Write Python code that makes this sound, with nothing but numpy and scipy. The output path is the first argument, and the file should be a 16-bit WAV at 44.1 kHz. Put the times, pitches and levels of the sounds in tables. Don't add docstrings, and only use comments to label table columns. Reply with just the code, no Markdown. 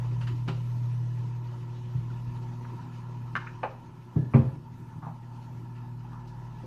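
import sys
import numpy as np
from scipy import signal
from scipy.fft import rfft, irfft, next_fast_len
from scipy.io import wavfile
from scipy.ndimage import uniform_filter1d, map_coordinates

SR = 44100
rng = np.random.default_rng(int(sys.argv[2]) if len(sys.argv) > 2 else 0)


def file_out(sig):
    cols = np.atleast_2d(sig).T
    lim = np.clip(cols, -1, 1)
    pcm = np.round(lim * 32767).astype(np.int16)
    wavfile.write(sys.argv[1], SR, pcm)


N = 293706
T = np.arange(N) / SR


def amp(db):
    return 10 ** (np.asarray(db) / 20)


def unit(x):
    return x / np.sqrt(np.mean(x ** 2) + 1e-20)


def along(points, hz):
    f, v = np.transpose(points)
    return np.interp(np.log(hz + 1), np.log(f + 1), v)


def columns(rows):
    s, *cols = np.transpose(rows)
    return [np.interp(T, s, c) for c in cols]


def wobble(rate):
    knots = rng.standard_normal(int(T[-1] * rate) + 4)
    return map_coordinates(knots, [T * rate])


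def filtered(x, response):
    m = next_fast_len(x.shape[-1] + 8192)
    spectrum = rfft(x, m) * response(np.fft.rfftfreq(m, 1 / SR))
    return irfft(spectrum, m)[..., :x.shape[-1]]


def resonance(f, hz, width_hz):
    return 1j * f * width_hz / (hz * hz - f * f + 1j * f * width_hz)


def bump(f, hz, width_hz):
    return np.abs(resonance(f, hz, width_hz)) ** 2


def rush(response, patchy_db):
    z = signal.stft(rng.standard_normal(N + 512), nperseg=512)[2]
    field = uniform_filter1d(rng.standard_normal(z.shape), size=5, axis=0)
    field = uniform_filter1d(field, size=8, axis=1)
    patchy = signal.istft(z * amp(patchy_db * unit(field)), nperseg=512)[1][:N]
    return unit(filtered(patchy, response))


def tones(lines, waver_db, drift, rate=2.54):
    total = 0
    for hz, db in lines:
        level = np.sqrt(2) * amp(db + waver_db * wobble(rate))
        phase = 2 * np.pi * (hz * T + rng.random()) + drift * wobble(rate)
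        total = total + level * np.sin(phase)
    return total


def in_kitchen(x, wet_db):
    # frequency in Hz, time to fall 60 dB in s.
    decay_times = [(100, 0.58), (700, 0.37), (2000, 0.31), (6000, 0.81)]
    hz, t, z = signal.stft(rng.standard_normal(SR // 2), SR, nperseg=256)
    decay = amp(-60 * t / along(decay_times, hz)[:, None])
    tail = signal.istft(z * decay, SR, nperseg=256)[1]
    wet = signal.fftconvolve(x, np.pad(tail / np.linalg.norm(tail), (150, 0)))
    return np.pad(x, (0, len(wet) - len(x))) + amp(wet_db) * wet


def add(track, s, x):
    part = track[round(s * SR):][:len(x)]
    part += x[:len(part)]


def casing_air(f):
    # frequency in Hz, relative level in dB per Hz.
    rumble_colour = [(12, -53.5), (38, -36.5), (60, -22.5), (95, -0.5), (125, 1), (165, 0.5), (210, -10.5),
                     (310, -9), (380, -13), (450, -25.5), (700, -50)]
    return amp(along(rumble_colour, f))


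def vent_air():
    # frequency in Hz, width in Hz, level in dB relative to the outlet.
    duct_modes = [(590, 300, -20), (1340, 200, -15), (1720, 90, -17)]
    # frequency in Hz, width in Hz.
    outlets = [(946, 148), (910, 137)]
    # time in s, its share of the power (0-1).
    settling = [(0, 0.06), (3.4, 0.15), (4.8, 1), (6.66, 0.93)]

    def duct(f):
        return sum(amp(db) * bump(f, hz, w) for hz, w, db in duct_modes)

    high, low = [rush(lambda f: bump(f, hz, w) + duct(f), patchy_db=2.15) for hz, w in outlets]
    share = np.clip(np.interp(T, *np.transpose(settling)), 0, 1)
    return np.sqrt(1 - share) * high + np.sqrt(share) * low


def grille(f):
    # frequency in Hz, relative level in dB per Hz.
    slope = [(250, -2), (500, 3.5), (650, -1.5), (1200, -7), (1600, -12.5), (2100, -7.5), (3000, -9.5),
             (3600, -10.5), (6500, -14.5), (8500, -29), (11000, -55.5)]
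    # frequency in Hz, width in Hz, height in dB relative to the slope.
    lifts = [(1920, 84, 4.5), (2460, 97, -5.5), (2620, 130, -1.5), (2960, 150, -3)]
    return amp(along(slope, f)) * (1 + sum(amp(db) * bump(f, hz, w) for hz, w, db in lifts))


def moving_air():
    # time in s, then the levels of rumble, vent and hiss in dB before the swaying.
    air_levels = [(0, -46.5, -53, -58), (.6, -47, -57, -61), (1.5, -47.5, -53.5, -60),
                  (2.1, -50.5, -55, -61), (2.9, -47.5, -53, -61), (3.5, -51, -53, -62),
                  (4.0, -52, -58.5, -65.5), (4.9, -49.5, -56.5, -66.5), (5.5, -52.5, -55.5, -65),
                  (5.9, -50, -57, -67.5), (6.2, -52.5, -51.5, -65.5), (6.66, -51.5, -55.5, -62.5)]
    rumble_db, vent_db, hiss_db = columns(air_levels)
    eddies = wobble(8.6)
    rumble = amp(rumble_db + 1.9 * eddies) * rush(casing_air, patchy_db=3.5)
    vent = amp(vent_db + 0.75 * eddies + 0.65 * wobble(25)) * vent_air()
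    hiss = amp(hiss_db + 0.61 * eddies + 1.16 * wobble(35)) * rush(grille, patchy_db=2.1)
    return rumble + vent + hiss


def rotating_parts(hum_db):
    # frequency in Hz, relative level in dB.
    blade_lines = [(157.5, -0.5), (220.2, -14), (315, -20.5), (472.5, -49)]
    # frequency in Hz, relative level in dB.
    shaft_lines = [(20.2, -3.5), (47.8, -3)]
    whir_ref_db, whir_follows = -50.5, 0.62
    shaft_ref_db, shaft_follows = -59.5, 0.7
    swing_db = hum_db + 40
    whir = amp(whir_ref_db + whir_follows * swing_db) * tones(blade_lines, waver_db=1.5, drift=0.71)
    shaft = amp(shaft_ref_db + shaft_follows * swing_db) * tones(shaft_lines, waver_db=3.5, drift=0.22)
    return whir + shaft


def transformer(hum_db):
    # multiple of the mains, relative level in dB.
    hum_lines = [(1, -27), (2, -0.5)]
    # multiple of the mains, relative level in dB.
    drone_lines = [(3, -2.5), (4, 0)]
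    # multiple of the mains, relative level in dB.
    buzz_lines = [(5, -15.5), (6, 2)]
    # time in s, drone level in dB, buzz level in dB.
    overtone_levels = [(0, -68, -73.5), (1.0, -69.5, -71.5), (1.6, -60.5, -59.5), (2.5, -52, -62),
                       (3.4, -56, -62), (4.0, -61.5, -68), (5.0, -59.5, -70.5), (5.9, -54.5, -66),
                       (6.66, -56.5, -68)]
    drone_db, buzz_db = columns(overtone_levels)
    mains_hz = 60.03

    def on_mains(lines):
        return [(k * mains_hz, db) for k, db in lines]

    hum = amp(hum_db) * tones(on_mains(hum_lines), waver_db=-1.2, drift=0.055)
    drone = amp(drone_db) * tones(on_mains(drone_lines), waver_db=2.5, drift=0.35, rate=8)
    buzz = amp(buzz_db) * tones(on_mains(buzz_lines), waver_db=2.5, drift=0.35, rate=8)
    return hum + drone + buzz


def oven():
    # time in s, hum level in dB.
    hum_level = [(0, -31.5), (.13, -29), (.6, -32.5), (.94, -32), (1.38, -33), (1.84, -38), (2.42, -35.5),
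                 (2.87, -41.5), (3.22, -37.5), (3.6, -46.5), (4.12, -49.5), (4.9, -46.5), (5.13, -44.5),
                 (5.55, -41), (5.9, -39.5), (6.28, -42.5), (6.48, -41), (6.66, -41)]
    hum_db, = columns(hum_level)
    return moving_air() + rotating_parts(hum_db) + transformer(hum_db)


def clicks():
    # start in s, peak in dB before the room, body in Hz, body width
    # in Hz, edge level in dB, edge in Hz, sheen in dB, snap in dB, rattle's time to fall 60 dB in s.
    click_rows = [(.112, -45, 1020, 785, 0, 2500, -20, 6, 0.052),
                  (0.21, -39.5, 1330, 1200, 0, 2920, -15, 9, 0.13),
                  (.27, -36, 1330, 1180, 0.5, 2900, -15.5, 7, 0.13),
                  (0.479, -28.5, 1070, 1820, -2.5, 2940, -15, 10, 0.13),
                  (2.1, -47, 1380, 300, -8, 2700, -39, 2, 0.061),
                  (2.647, -41.5, 1300, 1120, -32, 2600, -39, 12, 0.049),
                  (3.354, -16, 1390, 636, -26, 2960, -39, 19, 0.032),
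                  (3.361, -23, 1370, 556, -32, 2940, -34, -2, 0.061),
                  (3.468, -33, 1460, 600, -7, 2460, -46, 14, 0.078),
                  (3.631, -21.5, 744, 790, -10, 2570, -41, 6, 0.07),
                  (3.639, -18, 700, 760, -23, 2700, -46, 21, 0.097),
                  (4.159, -53, 1725, 120.5, -31, 2620, -28.5, -1, 0.93),
                  (4.337, -24.5, 910, 710, -6, 2400, -53, 16, 0.11),
                  (5.02, -37, 1020, 384, -40, 2390, -46, -2.5, 0.25),
                  (5.063, -36, 857, 388, -41, 2400, -55, -5, 0.18),
                  (5.748, -52, 1720, 600, 5, 2680, -14, 0, 0.3),
                  (6.128, -46, 1090, 248, -34, 2580, -35, 7, 0.068),
                  (6.27, -54.5, 2720, 1020, -4, 4500, -2, 0, 0.21)]
    rise_share = 0.026
    track, t = np.zeros(N), T[:SR // 3]
    for s, db, hz, width_hz, edge_db, edge_hz, sheen_db, snap_db, t60 in click_rows:
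        rise = 1 - np.exp(-t / (rise_share * t60))
        rattle = rise * amp(-60 * t / t60) * rng.standard_normal(len(t))
        rattle[0] = amp(snap_db)

        def struck(f):
            body = resonance(f, hz, width_hz) ** 2
            edge = amp(edge_db) * resonance(f, edge_hz, 0.24 * edge_hz) ** 2
            blunt = 1 / (1 + 1j * f / (0.95 * edge_hz)) ** 2
            sheen = amp(sheen_db) * resonance(f, 4110, 2600) ** 2
            return (body - edge) * blunt + sheen

        click = filtered(rattle, struck)
        add(track, s, in_kitchen(amp(db) * click / np.abs(click).max(), wet_db=-4.5))
    return track


def thumps():
    # start in s, peak of the ring in dB before the room, hardness in Hz, boom in dB.
    blows = [(0.117, -37, 403, -13), (0.477, -26.5, 600, -9), (1.947, -22.5, 130, 2),
             (1.978, -26.5, 120, 4), (2.272, -35, 89, 8), (3.358, -37.5, 450, -13),
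             (4.158, -13.5, 300, -2.5), (4.341, -5.5, 460, 2), (4.385, -15.5, 305, 10.5),
             (4.461, -22.5, 197, 5.5), (4.952, -41, 204, -6), (5.062, -32.5, 183, -20),
             (5.356, -40, 148, 2), (6.633, -35.5, 513, -19)]
    # frequency in Hz, relative level in dB, time to fall 60 dB in s.
    cabinet_modes = [(57, -16.5, 0.17), (90.8, -8.5, 0.12), (127, 2.5, 0.17), (156.6, -4, 0.21),
                     (229.9, -6, 0.17), (299, -14.5, 0.18), (354, -14, 0.17), (391.7, -11.5, 0.19),
                     (518, -10.5, 0.21)]
    scatter_db = 1.4
    track, t = np.zeros(N), T[:SR // 2]
    for s, db, hard_hz, boom_db in blows:
        ring = 0
        for k, (hz, level, t60) in enumerate(cabinet_modes):
            reach = amp(level + rng.normal(0, scatter_db)) / (1 + (hz / hard_hz) ** 4)
            reach = reach * amp(boom_db * (k < 3))
            swing = 1 - np.exp(-t * hz / 0.89)
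            side = (-1) ** k
            ring = ring + side * reach * swing * amp(-60 * t / t60) * np.sin(2 * np.pi * hz * t)
        shake = (1 - np.exp(-t / 0.0011)) * amp(-60 * t / 0.34) * rng.standard_normal(len(t))
        shake = filtered(shake, lambda f: resonance(f, hard_hz, hard_hz) ** 2)
        blow = ring / np.abs(ring).max() + amp(-19) * shake / np.abs(shake).max()
        add(track, s, in_kitchen(amp(db) * blow, wet_db=-3.0))
    return track


def scene():
    return (oven() + clicks() + thumps())[None]


def record(dry):
    noise_db, noise_follows = -67, 0.3
    average_s, top_hz = 0.08, 13900
    power = uniform_filter1d(dry ** 2, size=round(average_s * SR))
    loud_db = 10 * np.log10(np.abs(power) + 1e-9)
    noise_level = amp(noise_db + noise_follows * loud_db + 0.6 * wobble(12))
    noise = noise_level * rush(lambda f: f / (f + 3000), patchy_db=5.5)
    return filtered(dry + noise, lambda hz: hz < top_hz)


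dry = scene()
out = record(dry)
file_out(out)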